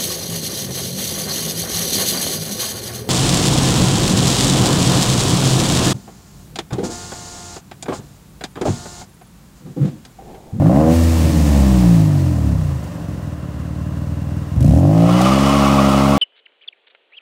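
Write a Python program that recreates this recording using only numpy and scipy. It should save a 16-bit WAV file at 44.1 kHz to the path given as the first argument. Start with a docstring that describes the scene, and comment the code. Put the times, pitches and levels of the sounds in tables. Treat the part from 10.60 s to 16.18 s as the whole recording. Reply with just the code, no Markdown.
"""An open car park, a six-cylinder coupe nearby, one phone microphone. The engine is blipped: the exhaust
booms, rasps and cracks while air hisses past the throttle and a cooling fan hums. The throttle shuts and
the revs run down, settling just after 2 s into a lumpy idle of uneven thumps. At 4 s the engine revs hard,
spitting gas, and from 4.3 s to the end a rear tyre spins on the asphalt, its tread sticking and slipping
in squeals and yelps as the rubber scrubs over grit."""
import sys
import numpy as np
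from scipy import signal
from scipy.fft import rfft, irfft, next_fast_len
from scipy.io import wavfile
from scipy.ndimage import map_coordinates

SR = 44100
rng = np.random.default_rng(int(sys.argv[2]) if len(sys.argv) > 2 else 0)


def pcm_store(signal):
    """Save signal as 16-bit PCM."""
    levels = np.round(np.clip(np.atleast_2d(signal), -1, 1) * 32767)
    wavfile.write(sys.argv[1], SR, levels.astype(np.int16).T)


N = 246078
TIME = np.arange(N) / SR
SHUT_S, FUEL_CUT_S, OPEN_S = 0.35, 0.86, 3.99  # throttle shuts, fuel is cut, throttle opens again
REF_SPEED = 60  # crank turns a second


def amp(db):
    """Decibels to gain."""
    return 10 ** (np.asarray(db) / 20)


def unit(x):
    """Scale to rms 1."""
    return x / np.sqrt(np.mean(x ** 2) + 1e-20)


def curves(rows):
    """One value per sample for each column after the time."""
    times, *columns = np.transpose(rows)
    return [np.interp(TIME, times, column) for column in columns]


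def stages(rows, glide_s=0.043):
    """Like curves, but each value holds, with a short glide centred on the next row's time."""
    times, *columns = np.transpose(rows)
    ramps = [np.clip((TIME - at) / glide_s + .5, 0, 1) for at in times[1:]]
    return [column[0] + sum(step * ramp for step, ramp in zip(np.diff(column), ramps))
            for column in columns]


def during(rows, fade_s=0.022):
    """1 over the span of a table, fading out beyond it."""
    return np.clip(np.minimum(TIME - rows[0][0], rows[-1][0] - TIME) / fade_s + 1, 0, 1)


def wobble(rate):
    """A smooth random curve, rate knots a second."""
    return map_coordinates(rng.standard_normal(int(N * rate / SR) + 4), [TIME * rate])


def response(colour, size=16384):
    """Frequencies and causal complex gain of a colour (frequency [Hz], level [dB])."""
    hz = np.fft.rfftfreq(size, 1 / SR)
    knot_hz, knot_db = np.transpose(colour)
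    gain = amp(np.interp(np.log(hz + 1), np.log(knot_hz), knot_db))
    cepstrum = irfft(np.log(gain))
    cepstrum[1:size // 2] *= 2
    cepstrum[size // 2 + 1:] = 0
    return hz, np.exp(rfft(cepstrum))


def coloured(x, colour):
    """x through a causal colour, at rms 1."""
    return unit(signal.fftconvolve(x, irfft(response(colour)[1]))[:N])


def noise(colour):
    """Coloured noise of rms 1."""
    return coloured(rng.standard_normal(N), colour)


def pulses(cycles, scatter, mean=1):
    """One impulse of bounded random size per cycle, at equal power whatever the rate."""
    at = np.flatnonzero(np.diff(np.floor(cycles)) > 0)
    sizes = mean + scatter * np.sqrt(3) * rng.uniform(-0.97, 1, len(at))
    train = np.zeros(N)
    train[at] = sizes * np.sqrt(np.gradient(at))
    return train


def puffs(turns, depth_db):
    """Gas flow that swells once a crank turn."""
    return unit(amp(depth_db * np.cos(2 * np.pi * (turns - .15))))


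# The crankshaft through blip, idle and launch: (time [s], speed [turns/s])
BLIP_SPEED = [(0, 44.7), (0.21, 77.4), (0.34, 82.9), (0.52, 82.0), (0.78, 77.0), (0.9, 72.5), (1.4, 53.4),
              (2.18, 25.0)]
IDLE_SPEED = [(2.55, 21.7), (2.87, 17.7), (3.5, 20.1), (3.92, 20.1)]
LAUNCH_SPEED = [(4.02, 25.4), (4.2, 44.1), (4.34, 54.1), (4.57, 60.5), (4.74, 67.0), (4.94, 70.0),
                (5.28, 67.6), (5.58, 69.4)]
def crankshaft():
    """Turns made so far and turns a second: the pace of the engine's sounds."""
    speed, = curves(BLIP_SPEED + IDLE_SPEED + LAUNCH_SPEED)
    return np.cumsum(speed) / SR, speed


# The exhaust pipe, setting the boom's phase and the burble's colour: (frequency [Hz], level [dB])
PIPE = [(25, -31.5), (48, -27.5), (68, 1), (110, -5), (170, 6.5), (215, -5.5), (290, -0.5), (350, -15.5),
        (420, -19), (560, -15.5), (750, -36), (1200, -48), (3000, -54)]
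# Resonances and notches that the low orders sweep through: (frequency [Hz], gain [dB])
PIPE_RESONANCES = [(30, -17), (48, -16.5), (68, 7.5), (85, 8), (120, 3.5), (145, 2), (170, 1), (205, -4.5),
                   (232, -10), (280, 3), (318, 0), (350, -9), (415, -17), (490, -6.5)]
# Exhaust orders 1 to 8: (on throttle [dB], throttle shut [dB], fuel cut [dB], added at low speed [dB])
ORDERS = [(-12, -1.5, 2, -2), (-1.5, -10, -3, 4), (9, 4.5, 8.5, -9), (0, -4, -7, 1.5), (-.5, -16, -4.5, 10),
          (1, -7.5, -6.5, -2), (-19, -19, -9.5, 5), (-21, -18, -14, 8.5)]
# Strength of the exhaust pulses: (time [s], relative level [dB])
BLIP_DRIVE = [(0, -23), (0.3, -17), (0.62, -22.0), (0.9, -21.5), (1.35, -20.0), (1.75, -26.0), (2, -26.5),
              (2.16, -30.5)]
LAUNCH_DRIVE = [(3.98, -25.5), (4.12, -22.5), (4.6, -21.5), (5.58, -21.0)]
def boom(turns, speed, flutter_db=0.83, smear_rad=0.223, smooth_speed=55.6, lumpy_speed=32.5):
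    """At the tailpipe, the low orders: clean lines that swell as they cross the pipe's resonances."""
    hz, pipe = response(PIPE)
    pipe_phase = np.unwrap(np.angle(pipe))
    resonance_hz, resonance_db = np.transpose(PIPE_RESONANCES)
    # the pulses pair up unevenly as the crank slows
    lumpy = np.clip((smooth_speed - speed) / (smooth_speed - lumpy_speed), 0, 1)
    out = np.zeros(N)
    for order, (pulling, shut, cut, slow) in enumerate(ORDERS, 1):
        order_hz = order * speed
        db, = stages([(0, pulling), (SHUT_S, shut), (FUEL_CUT_S, cut), (OPEN_S, pulling)])
        db = db + lumpy * slow + np.interp(np.log(order_hz), np.log(resonance_hz), resonance_db)
        # higher orders leave the silencer later, which blunts each pulse
        phase = np.interp(order_hz, hz, pipe_phase) - smear_rad * order ** 2
        out -= amp(db + flutter_db * wobble(25)) * np.cos(2 * np.pi * order * turns + phase)
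    drive_db, = curves(BLIP_DRIVE + LAUNCH_DRIVE)
    return np.sqrt(2) * out * amp(drive_db) * (during(BLIP_DRIVE) + during(LAUNCH_DRIVE))


# The silencer's effect on the upper orders: (frequency [Hz], gain [dB])
SILENCER = [(30, -51), (70, -29), (200, 19.5), (290, 13.5), (350, 0.5), (430, -14), (485, -6.5), (550, 3),
            (620, 1.5), (700, -2.5), (810, -4.5), (920, -22.5), (1050, -14), (1400, -39.5), (2200, -39)]
def bark(turns, speed, weak_gain=0.38, spacing_turns=.45, rough_db=2.5, jitter_turns=0.0025):
    """The steep edges of a strong and a weaker pulse each turn: upper orders shaped by the silencer."""
    hz, silencer = response(SILENCER)
    angle = 2 * np.pi * (turns + jitter_turns * wobble(60))
    weak = weak_gain * amp(rough_db * wobble(50))
    out = np.zeros(N)
    for order in range(7, 26):
        pulse_pair = 1 + weak * np.exp(-2j * np.pi * order * spacing_turns)
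        gain = np.interp(order * speed, hz, silencer) * pulse_pair
        out -= np.real(gain * np.exp(1j * order * angle))
    # wider-spaced orders each carry more of the power
    return amp(-8.5) * out * np.sqrt(speed / speed.mean()) * amp(rough_db * wobble(70))


# Blip, easing off, throttle shut, misfiring, running down, settling, idling, picking up, pulling against
# the brakes, wheel spinning. Relative levels, the last three at REF_SPEED:
# (start [s], burble [dB], bark [dB], turbulence [dB], hiss [dB])
ENGINE_STAGES = [(0, -20.5, -19.5, -30, -44), (0.3, -21, -23.5, -28.5, -37.5),
                 (SHUT_S, -26, -39.5, -32.5, -36), (0.58, -17.5, -36.5, -33.5, -35.5),
                 (FUEL_CUT_S, -22, -31.5, -30.5, -34.5), (1.42, -26.5, -34.5, -32.5, -37),
                 (2, -34, -54, -31, -35), (OPEN_S, -21, -26, -24, -32), (4, -24.5, -18.5, -33, -41),
                 (4.5, -35, -20.5, -27.5, -41.5)]
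# Gas rushing from the tailpipe: (frequency [Hz], relative level [dB])
GAS_COLOUR = [(60, -14.5), (300, -7.5), (420, -12), (600, -4), (800, -8), (1050, -10.5), (1400, -18),
              (2000, -24), (4000, -43)]
def exhaust(turns, speed, bark_db_per_octave=8, gas_db_per_octave=7):
    """Boom and bark, the burble of unequal firings, and gas turbulence puffed out once a turn."""
    burble_db, bark_db, gas_db, _ = stages(ENGINE_STAGES)
    octaves = np.log2(speed / REF_SPEED)
    firings = pulses(3 * turns, scatter=1, mean=0)  # six cylinders fire three times a turn
    burble = amp(burble_db) * coloured(firings, PIPE)
    gas = coloured(rng.standard_normal(N) * puffs(turns, depth_db=1), GAS_COLOUR)
    gas *= amp(gas_db + gas_db_per_octave * octaves)
    bark_gain = amp(bark_db + bark_db_per_octave * octaves)
    return boom(turns, speed) + burble + bark_gain * bark(turns, speed) + gas


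# Air at the throttle, and the running gear's dull whirr: (frequency [Hz], relative level [dB])
HISS_COLOUR = [(760, -14), (1300, -8), (1440, -17.5), (1810, -0.5), (2080, -5.5), (2660, -3.5), (3380, -7),
               (3830, -6), (6860, -6.5), (8800, -8.5), (11100, -15), (12900, -13.5), (15600, -16)]
WHIRR_COLOUR = [(530, 3), (900, -22), (1010, 3), (1160, -3), (1270, -3.5), (1560, -5.5), (2050, -9.5),
                (2340, -20.5), (2800, -7.5), (3000, -16.5), (8900, -32), (11300, -39), (15600, -33)]
# The cooling fan's hum: (frequency [Hz], level [dB])
FAN_TONES = [(298, -40.5), (362, -52), (544, -51.5), (596, -50)]
def engine_bay(turns, speed, hiss_db_per_octave=10, whirr_db=-41.5, rumble_db=-42):
    """Under the bonnet, air hisses past the throttle, louder with speed, over whirr, fan and rumble."""
    hiss_db = stages(ENGINE_STAGES)[-1] + hiss_db_per_octave * np.log2(speed / REF_SPEED)
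    air = amp(hiss_db) * noise(HISS_COLOUR) + amp(whirr_db) * noise(WHIRR_COLOUR)
    air *= amp(0.44 * wobble(40)) * puffs(turns, depth_db=0.67)
    fan = np.sqrt(2) * sum(amp(db + wobble(4.64)) * np.sin(2 * np.pi * hz * TIME + 0.27 * wobble(4.4))
                           for hz, db in FAN_TONES)
    rumble = amp(rumble_db) * noise([(15, -11), (35, -18), (90, 3), (400, -35), (2000, -68)])
    return air + fan + rumble


# Sharp exhaust cracks during the blip: (time [s], level [dB])
CRACKS = [(0.0685, -22), (0.1186, -24), (0.163, -19), (0.204, -24)]
# Small scattered ticks: (time [s], relative level [dB])
TICKS = [(0.4344, -20), (2.2394, -31), (4.615, -13)]
def gas_bursts(turns, spit_count=14, spit_delay_s=.015, spit_fade_db_per_s=38):
    """Short bursts of gas: midrange cracks, bright ticks, and spits just after the throttle reopens."""
    def bursts(rows, decay_s, colour):
        envelope = sum(amp(db) * (TIME >= at) * np.exp(-abs(TIME - at) / decay_s) for at, db in rows)
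        return noise(colour) * envelope
    crack_colour = [(300, -10), (800, 2), (1300, -5), (2200, -10), (3200, -32), (9000, -55)]
    spit_colour = [(1000, -3.5), (4500, -4), (8000, -4), (15000, -14)]
    cracks = bursts(CRACKS, decay_s=.002, colour=crack_colour)
    pulse_times = TIME[1:][np.diff(np.floor(2 * turns)) > 0]
    spit_times = pulse_times[pulse_times > OPEN_S + spit_delay_s][:spit_count]
    spits = [(at, -23 - spit_fade_db_per_s * (at - OPEN_S)) for at in spit_times]
    return cracks + amp(-9.5) * bursts(TICKS + spits, decay_s=0.0075, colour=spit_colour)


# The idle's thumps: (time [s], level [dB])
IDLE_LEVEL = [(2.18, -26), (2.38, -31), (2.53, -25), (2.85, -28), (3.35, -22), (3.8, -21.5), (3.9, -27.5),
              (3.96, -14)]
# The exhaust pipe at idle: (frequency [Hz], relative level [dB])
IDLE_PIPE = [(25, -70), (48, -22), (72, 5), (105, 4.5), (170, 1.5), (215, -7.5), (290, -10.5), (380, -40),
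             (600, -26), (1500, -62)]
def idle(turns):
    """A lumpy idle at the tailpipe: two unevenly spaced thumps and a faint third in each crank turn."""
    thumps = pulses(turns, scatter=.13)
    thumps += 0.7 * pulses(turns - .44, scatter=.15)
    thumps += 0.13 * pulses(turns - .72, scatter=.4)
    return amp(curves(IDLE_LEVEL)[0]) * during(IDLE_LEVEL) * coloured(thumps, IDLE_PIPE)


# The spinning tyre, in relative levels: (time [s], squeal [dB], scrub [dB])
WHEELSPIN = [(4.33, -44, -47.5), (4.49, -27, -34.5), (4.67, -21.5, -27), (4.77, -25.5, -29),
             (4.86, -21, -27.5), (5.58, -22, -31)]
def spinning_tyre():
    """Down at the asphalt, a rear tyre loses grip, squealing and scrubbing."""
    squeal_db, scrub_db = curves(WHEELSPIN)
    return during(WHEELSPIN) * (amp(squeal_db) * squeal() + amp(scrub_db) * scrub())


def chirps(rows, life_s, glide, overtone_db):
    """Short stick-slip tones, mostly rising, from rows of (time [s], frequency [Hz], level [dB])."""
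    half = round(life_s * SR / 2)
    t = np.arange(-half, half) / SR
    out = np.zeros(N + SR)
    for (at, hz, db), rise in zip(rows, glide * rng.normal(1, 1, len(rows))):
        angle = 2 * np.pi * hz * (t + rise * t ** 2 / (2 * life_s))
        tone = np.sin(angle) + amp(overtone_db) * (np.sin(2 * angle) + np.sin(3 * angle) / 2)
        first = round((at + t[0]) * SR)
        out[first:first + len(t)] += amp(db) * np.hanning(len(t)) * tone
    return out[:N]


# Tread modes that stick and slip, and the noise under them: (frequency [Hz], relative level [dB])
TREAD_MODES = [(1050, -2), (1135, 1), (1235, -1.5), (1260, -5), (1335, -7)]
SQUEAL_COLOUR = [(450, -37), (640, -21), (720, -12), (830, 0.5), (930, -5.5), (1060, -1.5), (1250, 1),
                 (1380, -2), (1470, -21), (1900, -36.5)]
def squeal(count=260):
    """Tread blocks catch and let go in a dense run of chirps, over a band of rubbery noise."""
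    start, end = WHEELSPIN[0][0], WHEELSPIN[-1][0]
    when, mode, detune, size = rng.random((count, 4)).T
    hz, db = np.array(TREAD_MODES)[(mode * len(TREAD_MODES)).astype(int)].T
    times = start + (end - start) * (np.arange(count) + when) / count
    slips = np.c_[times, hz * (1 + .035 * (detune - .5)), db + 7 * size]
    tones = chirps(slips, life_s=0.069, glide=0.033, overtone_db=-13.0)
    tones /= np.std(tones[TIME > start])
    return amp(-3.5) * tones + amp(-2.5) * noise(SQUEAL_COLOUR) * amp(1.5 * wobble(80))


# Rubber tearing over grit: (frequency [Hz], relative level [dB])
SCRUB_COLOUR = [(850, -28), (1450, -2.5), (1770, -5.5), (2050, -2.5), (2380, -5), (2880, -2), (3120, -4.5),
                (3340, -5), (3690, -8), (5120, -7.5), (8340, -15.5), (9210, -13.5), (10500, -22.5),
                (13000, -26), (15600, -37)]
# Resonances of the tyre and wheel well: (frequency [Hz], width [Hz], relative level [dB])
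WHEEL_RINGS = [(1943, 26, 2), (2110, 60, 4), (2584, 78, 4), (2870, 50, 5), (2987, 56, 6), (3365, 140, 2.5),
               (4440, 170, -17), (5400, 110, -15), (5800, 310, -21)]
def scrub(flicker_db=3):
    """Rubber tears over grit and sets tyre and wheel well ringing, each ring flickering on its own."""
    def ring(hz, width):
        return np.real((wobble(width) + 1j * wobble(width)) * np.exp(2j * np.pi * hz * TIME))
    rings = sum(amp(db + flicker_db * wobble(22)) * ring(hz, width) for hz, width, db in WHEEL_RINGS)
    return (amp(0.4) * noise(SCRUB_COLOUR) + amp(-6.0) * unit(rings)) * amp(1.2 * wobble(300))


# Yelps of the tread: (time [s], frequency [Hz], peak level [dB])
YELPS = [(4.49, 1090, -19), (4.612, 760, -11.5), (4.668, 1225, -10.5), (4.722, 1215, -12),
         (4.875, 1190, -17), (5.085, 1050, -15), (5.19, 1140, -9)]
def yelps():
    """Single loud slips of the tread stand out of the squeal."""
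    return chirps(YELPS, life_s=0.021, glide=.04, overtone_db=-19)


def scene():
    """The car from one spot, in mono: the crankshaft paces exhaust and hiss, then the tyre joins in."""
    turns, speed = crankshaft()
    engine = exhaust(turns, speed) + idle(turns) + gas_bursts(turns) + engine_bay(turns, speed)
    return (engine + spinning_tyre() + yelps())[None]


def record(dry):
    """The phone's microphone rounds off the highest peaks and keeps nothing above its band limit."""
    top_hz = 15750
    rounded = dry / (1 + abs(dry) ** 8) ** (1 / 8)
    size = next_fast_len(N + SR // 2)
    in_band = np.fft.rfftfreq(size, 1 / SR) < top_hz
    return irfft(rfft(rounded, size) * in_band, size)[:, :N]


dry = scene()
out = record(dry)
pcm_store(out)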